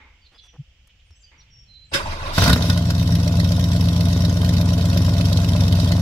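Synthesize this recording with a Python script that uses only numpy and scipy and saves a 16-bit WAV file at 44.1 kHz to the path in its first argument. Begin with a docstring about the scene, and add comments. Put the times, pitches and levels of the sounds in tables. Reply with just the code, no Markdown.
"""A big V8 with twin tailpipes starts on a driveway, heard from just behind the bumper.
Over faint outdoor air a soft hiss flares twice, small birds whistle and a hand bumps the microphone.
At 1.9 s the starter pinion clashes into the flywheel and cranks for half a second.
At 2.4 s the engine catches with a few hard bangs, then settles to a loping idle near 1000 rpm:
exhaust pulses thump in the pipes, ragged puffs ring them, and gas spits from the near one."""
import sys
import numpy as np
from scipy import signal
from scipy.fft import rfft, irfft, next_fast_len
from scipy.io import wavfile
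from scipy.ndimage import uniform_filter1d

SR = 44100
rng = np.random.default_rng(int(sys.argv[2]) if len(sys.argv) > 2 else 0)


def wrap_up_sound(samples):
    """Save the sound to the file named by the first command line argument, as 16-bit audio."""
    columns = np.atleast_2d(samples).T
    # keep every value between -1 and 1, then stretch to whole-number steps
    tamed = np.clip(columns, -1, 1)
    steps = np.round(tamed * 32767).astype(np.int16)
    wavfile.write(sys.argv[1], SR, steps)


N = 265437
TIME, HZ = np.arange(N) / SR, np.fft.rfftfreq(N, 1 / SR)
CATCH_S, BAND_LIMIT_HZ = 2.37, 15700


def amp(db):
    """Decibels to gain."""
    return 10 ** (np.asarray(db) / 20)


def unit(x):
    """Scale to rms 1."""
    return x / np.sqrt(np.mean(x ** 2) + 1e-20)


def read(points, hz):
    """Interpolate a spectrum over log frequency."""
    f, value = np.transpose(points)
    return np.interp(np.log(hz + 1), np.log(f + 1), value)


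def wander(hz, hop=16):
    """Random drift of rms 1, rolling off above hz."""
    size = next_fast_len(N // hop + 2)
    rates = np.fft.rfftfreq(size, hop / SR)
    slow = irfft(rfft(rng.standard_normal(size)) * np.exp(-(rates / hz) ** 2), size)
    return unit(np.interp(np.arange(N) / hop, np.arange(size), slow))


def convolve(x, response):
    """Convolve per channel, cut to N samples."""
    return signal.oaconvolve(np.atleast_2d(x), np.atleast_2d(response), axes=1)[:, :N]


def body(spectrum, modes=(), size=8192):
    """Minimum-phase impulse response of a spectrum plus resonant peaks."""
    hz = abs(np.fft.fftfreq(size, 1 / SR))
    peaks_db = sum(lift / (1 + (2 * (hz - f) / width) ** 2) for f, width, lift in modes)
    log_gain = np.log(amp(read(spectrum, hz) + peaks_db))
    return np.fft.ifft(np.exp(signal.hilbert(log_gain).conj())).real


def colour(x, spectrum, modes=()):
    """Filter with unity power gain for white noise."""
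    response = body(spectrum, modes)
    return convolve(x, response / np.linalg.norm(response))


# Likeness of the two microphone ports: (frequency [Hz], correlation [ratio, clipped to 1])
PORT_LIKENESS = [(100, 1), (350, 0.82), (700, 1.2), (1400, 0.47), (3000, 0.05), (6000, 0), (14000, 0.3)]
def noise():
    """Stereo white noise, alike in the bass, less so in the treble."""
    common, separate = rfft(rng.standard_normal((2, N)))
    same = np.clip(read(PORT_LIKENESS, HZ), 0, 1)
    return irfft(np.array([common, same * common + np.sqrt(1 - same ** 2) * separate]), N)


def swirl(x, patchy_db=3.5):
    """Turbulence: random gain patches in time and frequency."""
    spectra = signal.stft(x, nperseg=512, noverlap=384)[2]
    patches = rng.standard_normal(spectra.shape[:0:-1])
    patches = uniform_filter1d(uniform_filter1d(patches, size=7, axis=0), size=4, axis=1)
    gain = unit(amp(patchy_db * unit(patches)))
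    return signal.istft(spectra * gain.T, nperseg=512, noverlap=384)[1][:, :N]


def swell(start_s, length_s, attack_s, fade_db_per_s):
    """Envelope: rise, hold until length_s, fade."""
    age = TIME - start_s
    return np.clip(age / attack_s, 0, 1) * amp(-fade_db_per_s * np.maximum(age - length_s, 0))


def clicks(s, db):
    """One impulse at each time."""
    at = np.clip(np.round(np.asarray(s) * SR).astype(int), 0, N)
    return np.bincount(at, amp(db), N + 1)[:N]


def puffs(s, db, rise_s, decay_s):
    """Envelope: quick rise and slower fall at each time."""
    t = TIME[:SR // 4]
    shape = (1 - np.exp(-(t / rise_s) ** 2)) * np.exp(-t / decay_s)
    return convolve(clicks(s, db), shape / shape.max())[0]


def from_left(x, lag_s):
    """A source on the left reaches the right port later."""
    return np.array([x[0], np.pad(x[-1], (round(lag_s * SR), 0))[:N]])


def underbody(x, wet_db, decay_s=0.0056, count=40):
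    """Early reflections off concrete, bumper and floor pan."""
    echoes = np.zeros((2, SR // 30))
    at = rng.integers(SR // 2000, echoes.shape[1], (2, count))
    np.put_along_axis(echoes, at, rng.choice([-1., 1.], at.shape) * np.exp(-at / SR / decay_s), 1)
    echoes *= amp(wet_db) / np.linalg.norm(echoes, axis=1, keepdims=True)
    return (x + convolve(x, echoes)) / np.hypot(1, amp(wet_db))


# Outdoor air, low rumble, soft hiss: (frequency [Hz], relative level [dB])
AIR_SPECTRUM = [(12, -15), (20, -5.5), (62, 4), (108, -11.5), (421, -35), (484, -28), (1080, -35.5),
                (1880, -27), (3090, -18.5), (3970, -32.5), (5240, -29.5), (6910, -35.5), (7510, -38.5),
                (9110, -56), (15000, -51)]
RUMBLE_SPECTRUM = [(30, -21), (70, -1), (110, 4.5), (170, -6), (300, -29.5), (520, -25), (900, -55),
                   (3000, -70)]
FLARE_SPECTRUM = [(120, -54), (200, -13), (534, -17.5), (763, -26), (847, -10), (1070, -14.5),
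                  (1860, -14.5), (2130, -3), (3040, -28), (3690, -21), (7000, -65), (9100, -77),
                  (15400, -120)]
# Flares of the hiss: (time [s], level [dB])
HISS_FLARES = [(0, -48.5), (1.315, -55.5)]
def outdoors(air_db=-55, rumble_db=-59.5, outside_s=1.32):
    """Thin air, a hiss that flares and fades, and far-off rumble, fuller once outside the cabin."""
    air = colour(swirl(noise(), patchy_db=1.0), AIR_SPECTRUM) * amp(air_db)
    outside = np.clip((TIME - outside_s) / 0.051, 0, 1)
    rumble = colour(noise(), RUMBLE_SPECTRUM) * amp(rumble_db) * outside
    flare = sum(amp(db) * swell(s, 0.0019, attack_s=0.0019, fade_db_per_s=91) for s, db in HISS_FLARES)
    return air + rumble + colour(noise(), FLARE_SPECTRUM) * flare


# Whistles: (time [s], length [s], pitch [Hz], starting offset [Hz], level [dB])
BIRD_WHISTLES = [(0.209, .06, 4520, 148, -65), (0.341, 0.054, 5080, -300, -59),
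                 (0.322, 0.2, 3414, -100, -56), (0.406, 0.14, 5840, 250, -62.5),
                 (1.038, .07, 8750, 350, -80), (1.103, 0.043, 5280, 350, -57),
                 (1.132, 0.17, 6140, -200, -65.5), (1.145, 0.06, 7900, -350, -70),
                 (1.197, 0.039, 7160, 250, -61), (1.222, 0.072, 4680, 300, -55), (1.26, 0.04, 3030, 8, -58),
                 (1.372, 0.055, 5640, 252, -59), (1.489, .18, 5530, 195, -54), (1.65, 0.24, 4080, 450, -54),
                 (1.843, .04, 7300, 150, -70), (1.88, 0.093, 8250, -350, -66)]
# Buzzy chirps: (time [s], pitch [Hz], level [dB])
BIRD_BUZZES = [(.243, 4120, -61), (.372, 4010, -55), (.478, 2950, -59), (.885, 2880, -65),
               (.988, 2980, -66), (1.4, 4080, -59), (1.472, 2890, -59)]
def birds(slide_s=0.0215, whistle_width_hz=68, buzz_s=0.037, buzz_width_hz=460, wet_db=-4):
    """Fluttering whistles slide onto pitch among short buzzes; houses scatter a faint echo."""
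    notes = [(*row, whistle_width_hz) for row in BIRD_WHISTLES]
    notes += [(s, buzz_s, hz, 0, db, buzz_width_hz) for s, hz, db in BIRD_BUZZES]
    quaver_hz = 12 * wander(60)
    rasp = unit(uniform_filter1d(rng.standard_normal(N), size=40))
    song = np.zeros(N)
    for s, length_s, pitch_hz, offset_hz, db, width_hz in notes:
        t = TIME[:round(length_s * SR)]
        span = slice(round(s * SR), round(s * SR) + len(t))
        hz = pitch_hz + offset_hz * np.exp(-t / slide_s) + quaver_hz[span] + width_hz * rasp[span]
        tone = np.sqrt(2) * np.sin(2 * np.pi * np.cumsum(hz) / SR)
        song[span] += amp(db) * signal.windows.tukey(len(t), .5) * tone
    flutter_db = 3 * wander(36)
    song *= unit(amp(flutter_db))
    scatter = rng.standard_normal((2, SR // 3)) * np.exp(-TIME[:SR // 3] / 0.045)
    return song + amp(wet_db) * convolve(song, scatter / np.linalg.norm(scatter[0]))


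# Bumps: (time [s], pitch [Hz], half-width [s], peak [dB])
HAND_BUMPS = [(.603, 140, 0.013, -27), (1.117, 74.6, 0.018, -40)]
# Scuffs and ticks: (time [s], length [s], level [dB], cutoff [Hz])
HAND_SCUFFS = [(0.309, 0.074, -59.5, 2410), (0.429, 0.053, -60.5, 4670), (0.529, 0.046, -54, 940),
               (0.871, 0.0092, -61, 12000), (1.104, 0.0094, -60, 4000)]
def handling():
    """A hand bumps and rubs the microphone."""
    out = np.zeros(N)
    for s, hz, width_s, db in HAND_BUMPS:
        out += amp(db) * np.exp(-((TIME - s) / width_s) ** 2) * np.cos(2 * np.pi * hz * (TIME - s))
    for s, length_s, db, cutoff_hz in HAND_SCUFFS:
        lowpass = signal.butter(2, cutoff_hz, fs=SR)
        rub = signal.lfilter(*lowpass, rng.standard_normal(round(length_s * SR)))
        out[round(s * SR):][:len(rub)] += amp(db) * unit(rub) * signal.windows.tukey(len(rub), .5)
    return out


# Starter slows on compression, then runs free: (time [s], gear mesh [Hz], effort [dB])
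STARTER_RUN = [(1.96, 566, 2), (2.02, 633, -1), (2.13, 620, 1.5), (2.18, 509, -5), (2.225, 530, 0),
               (2.28, 560, 2), (2.35, 645, -0.5), (2.46, 754, 6)]
# Pinion clash, gear rattle, churned air: (frequency [Hz], relative level [dB])
CLASH_SPECTRUM = [(88, -35), (150, -9.5), (367, -2), (429, -17), (553, -1), (622, -16), (918, -21),
                  (1180, -21), (1460, 2.5), (2290, -8.5), (3070, -6), (5200, -10.5), (15800, -31)]
RATTLE_SPECTRUM = [(120, -32), (200, -7), (386, -13.5), (439, -5), (472, -14.5), (656, -0.5), (788, -5),
                   (981, -4.5), (1730, -11.5), (1890, -12), (5370, -18), (6800, -29), (14700, -43.5),
                   (15800, -62)]
CHURN_SPECTRUM = [(13, -36), (22, 7), (54, -11), (81, 8), (124, -13), (138, 1.5), (156, -19.5),
                  (300, -19.5), (390, -35), (660, -120)]
# Flywheel ring: (frequency [Hz], width [Hz], lift [dB])
FLYWHEEL_MODES = [(560, 37, 15.5), (1540, 110, 0.5), (2060, 76, 8.5), (3104, 30, 8.5), (3640, 86, 6),
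                  (5110, 70, 12)]
def starter(clash_db=-16, whine_db=-39, rattle_db=-31, churn_db=-30, waver=0.01684):
    """The pinion strikes the flywheel; its teeth whine and rattle while the pistons churn air."""
    s, mesh_hz, effort_db = np.transpose(STARTER_RUN)
    engaged = swell(start_s=1.912, length_s=0.523, attack_s=0.026, fade_db_per_s=375)
    effort = amp(np.interp(TIME, s, effort_db)) * engaged
    phase = 2 * np.pi * np.cumsum(np.interp(TIME, s, mesh_hz) * (1 + waver * wander(84))) / SR
    teeth = 1 + 0.18 * np.cos(phase)
    strike = puffs([1.931], [clash_db], rise_s=0.0078, decay_s=0.029)
    clash = colour(noise() * teeth * strike, CLASH_SPECTRUM, FLYWHEEL_MODES)
    whine = sum(gain * np.cos(k * phase) * (1 + 0.47 * wander(40))
                for k, gain in enumerate([1, 0.89, 0.25], 1))
    rattle = colour(swirl(noise()) * teeth * amp(0.35 * wander(90)), RATTLE_SPECTRUM)
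    gears = amp(rattle_db) * rattle + amp(whine_db) * unit(whine)
    metal = underbody(from_left(clash + gears * effort, lag_s=0.00029), wet_db=-4.5)
    return metal + amp(churn_db) * colour(noise(), CHURN_SPECTRUM) * effort


# Gas gusts: (time [s], length [s], level [dB])
GAS_GUSTS = [(2.321, 0.16, -24), (2.607, 0.052, -31.5)]
def gusts():
    """Envelope of the gas rushing out as the first cylinders light."""
    return sum(amp(db) * swell(s, length_s, attack_s=0.062, fade_db_per_s=109)
               for s, length_s, db in GAS_GUSTS)


# Crankshaft speed: (time [s], speed [rpm])
CRANK_SPEED = [(2.37, 704.2), (2.58, 972.4), (2.68, 1000.0), (2.8, 945.8), (3.26, 966.9), (3.48, 1004.9),
               (3.76, 973.6), (4.34, 999.0), (4.78, 983.5), (4.86, 1006.4), (5.42, 1026.8), (6.02, 992.4)]
# Cylinders: (crank angle [deg of 720], pipe [0 near, 1 far], thump [dB], bark [dB], hiss [dB])
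FIRING_ORDER = [(40, 0, -1, -4, 0), (132, 1, 3, -6, -17), (230, 1, 1, -3, -14), (310, 0, -1, -2, -2.5),
                (398, 1, -5, 0, -14), (492, 0, -1, -3, -4), (582, 0, 3, -5, -5), (678, 1, 1, 1, -12)]
def firings(cycles=40):
    """Time and cylinder of each exhaust pulse; every cylinder fires once in two turns."""
    s, rpm = np.transpose(CRANK_SPEED)
    crank_deg = np.cumsum(np.interp(TIME, s, rpm, left=0)) * 360 / 60 / SR
    due_deg = (np.arange(cycles)[:, None] * 720 + np.array(FIRING_ORDER)[:, 0]).ravel()
    due_deg = due_deg[due_deg < crank_deg[-1]]
    return np.interp(due_deg, crank_deg, TIME), np.arange(len(due_deg)) % len(FIRING_ORDER)


def running(x, idle_db, catch_db, settle_s, growth_db_per_s):
    """Exhaust level: starts at the catch, offset by catch_db, settles, then slowly grows."""
    idle_rms = np.sqrt(np.mean(x[..., N // 2:] ** 2))
    age = np.maximum(TIME - CATCH_S, 0)
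    db = idle_db + catch_db * np.exp(-(age / settle_s) ** 2) + growth_db_per_s * age
    return x / idle_rms * (age > 0) * amp(db)


# Gas jet: (frequency [Hz], relative level [dB])
JET_SPECTRUM = [(1000, -38.5), (1700, -4), (2360, -8), (3100, -3), (3790, 1), (4400, -1.5), (5400, 0.5),
                (6200, -4.5), (6900, -11), (7800, -10.5), (8500, -17.5), (10000, -14.5), (12700, -13),
                (15500, -24)]
# Tailpipe ring: (frequency [Hz], width [Hz], lift [dB])
TAILPIPE_MODES = [(437, 25, 6), (492, 25, 5), (550, 25, 5), (603, 35, 9), (679, 28, 11), (855, 30, 4),
                  (1017, 60, 6), (1187, 25, 4), (1459, 60, 10), (1595, 30, 6), (1851, 25, 6), (2062, 70, 5),
                  (2610, 130, 3), (2980, 80, 4), (3750, 150, 4), (4375, 100, 3), (4750, 90, 4),
                  (5380, 150, 3)]
def hiss(s, cylinder, charge, lag_s=0.00033, lead_s=0.0037, rise_s=0.0012, decay_s=0.0041, uneven_db=3):
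    """Gas jets from the pipe mouth just after a small lead puff, hardest on the near bank."""
    db = np.array(FIRING_ORDER)[cylinder, 4] + uneven_db * np.tanh(charge)
    main = puffs(s + lag_s, db, rise_s, decay_s)
    lead = puffs(s + lag_s - lead_s, db - 9, rise_s, decay_s / 2)
    steady = 0.21 * amp(2.0 * wander(100))
    jet = np.hypot(steady, main + lead)
    jet = running(jet, idle_db=-35, catch_db=-1, settle_s=0.5, growth_db_per_s=0.64)
    flow = np.hypot(np.maximum(jet, spits(rise_s, decay_s)), gusts())
    gas = colour(swirl(noise(), patchy_db=3.0) * flow, JET_SPECTRUM, TAILPIPE_MODES)
    return underbody(from_left(gas, lag_s=0.00031), wet_db=-5.5)


# Valve puff: (frequency [Hz], relative level [dB])
BARK_SPECTRUM = [(150, -36), (230, 1), (290, -8.5), (365, -15.5), (679, -15.5), (770, -22.5), (974, -19.5),
                 (1460, -24.5), (1750, -32), (2600, -32.5), (3400, -72), (5700, -100)]
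def bark(s, cylinder, uneven_db=2.0, decay_s=0.0073, lag_s=0.00196, rough=0.39, steady=0.67):
    """Each exhaust valve releases its own ragged puff, alike every cycle, ringing the tailpipes."""
    db = np.array(FIRING_ORDER)[cylinder, 3] + uneven_db * rng.standard_normal(len(s))
    t = TIME[:SR // 20]
    valve_puffs = rng.standard_normal((len(FIRING_ORDER), len(t))) * np.exp(-t / decay_s)
    repeating = sum(convolve(clicks(s[cylinder == k] + lag_s, db[cylinder == k]), puff)
                    for k, puff in enumerate(valve_puffs))
    turbulent = noise() * (steady + puffs(s + lag_s, db, 0.00035, decay_s))
    ring = colour(repeating + rough * turbulent, BARK_SPECTRUM, TAILPIPE_MODES)
    ring = from_left(ring, lag_s=0.00018)
    return running(ring, idle_db=-33, catch_db=5, settle_s=0.41, growth_db_per_s=1.1)


# Low pipe resonances: (frequency [Hz], relative level [dB])
NEAR_PIPE_SPECTRUM = [(20.0, -4.8), (40.0, -11.1), (65.0, -10.5), (90.0, 11.6), (115.0, 3.0),
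                      (140.0, -12.4), (170.0, 8.7), (205.0, -19.6), (245.0, -11.3), (320.0, -40.6),
                      (430.0, -58.4), (800.0, -71.2), (3000, -111)]
FAR_PIPE_SPECTRUM = [(20.0, -4.9), (40.0, -9.5), (65.0, -10.1), (90.0, 2.5), (115.0, 3.1), (140.0, -25.1),
                     (170.0, -19.2), (205.0, -27.0), (245.0, -12.6), (320.0, -23.5), (430.0, -43.7),
                     (800.0, -59.6), (3000, -100)]
def thump(s, cylinder, charge, uneven_db=1.12, jitter_s=0.00008):
    """Each bank fires unevenly into its own pipe, whose low resonances make the lope."""
    _, pipe, db, _, _ = np.array(FIRING_ORDER)[cylinder].T
    s = s + jitter_s * rng.standard_normal(len(s))
    db = db + uneven_db * charge
    near = convolve(clicks(s[pipe == 0], db[pipe == 0]), body(NEAR_PIPE_SPECTRUM))
    far = convolve(clicks(s[pipe == 1], db[pipe == 1]), body(FAR_PIPE_SPECTRUM))
    return -running(near + far, idle_db=-16.2, catch_db=-4, settle_s=0.28, growth_db_per_s=0.44)


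# Hard firings: (time [s], relative bang level [dB], spit level [dB])
HARD_FIRINGS = [(2.3797, -3.5, -18), (2.4209, -3.5, -26), (2.437, -12.5, -13.5), (2.4607, -6.5, -30),
                (2.477, -6, -15.5), (2.496, -4, -16.5), (2.528, -8.5, -15), (2.56, -10, -34),
                (2.621, -19.5, -23), (2.697, -12.5, -18.5), (2.774, -22, -26), (2.903, -16, -21.5)]
# Bang: (frequency [Hz], relative level [dB])
BANG_SPECTRUM = [(25, -48), (70, 9), (150, 1.5), (260, -3), (400, -17.5), (700, -16), (1500, -11.5),
                 (2200, -23), (6000, -35.5)]
def bangs(gain_db=15, rasp_db=-22):
    """The first rich charges go off hard, each with a rasping tail."""
    s, db, _ = np.transpose(HARD_FIRINGS)
    rasp = amp(rasp_db) * noise() * puffs(s, db, rise_s=0.0023, decay_s=0.01)
    blast = colour(clicks(s + 0.00049, db) + rasp, BANG_SPECTRUM, TAILPIPE_MODES)
    return amp(gain_db) * from_left(blast, lag_s=0.00013)


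def spits(rise_s, decay_s, lag_s=0.0012):
    """Envelope of the gas spat from the near pipe after each bang."""
    s, _, db = np.transpose(HARD_FIRINGS)
    return puffs(s + lag_s, db, rise_s, decay_s)


def radiate(x, corner_hz=34):
    """An open pipe end radiates almost no deep bass."""
    hz = np.fft.rfftfreq(2 * N, 1 / SR)
    highpass = 1 - np.exp(-(hz / corner_hz) ** 4)
    return irfft(rfft(x, 2 * N) * highpass)[..., :N]


def scene():
    """Driveway, starter and engine; each charge burns a little stronger or weaker."""
    s, cylinder = firings()
    charge = rng.standard_normal(len(s))
    pulses = radiate(thump(s, cylinder, charge) + bangs())
    engine = pulses + bark(s, cylinder) + hiss(s, cylinder, charge)
    return engine + starter() + birds() + handling() + outdoors()


# Microphone port imbalance: (frequency [Hz], left minus right [dB])
PORT_BALANCE = [(150, 0.5), (330, 0.5), (700, -2), (1400, 0.5), (2700, -6), (4200, -4), (6400, 0.5),
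                (9800, 13), (14500, 1.5)]
def record(dry):
    """Colour each port, clip at full scale, band-limit."""
    tilt_db = read(PORT_BALANCE, np.fft.rfftfreq(2 * N, 1 / SR)) / 2
    heard = irfft(rfft(dry, 2 * N) * amp([tilt_db, -tilt_db]))[:, :N]
    lowpass = signal.firwin(511, BAND_LIMIT_HZ, window=("kaiser", 9), fs=SR)
    return signal.oaconvolve(np.clip(heard, -1, 1), lowpass[None], "same")


dry = scene()
out = record(dry)
wrap_up_sound(out)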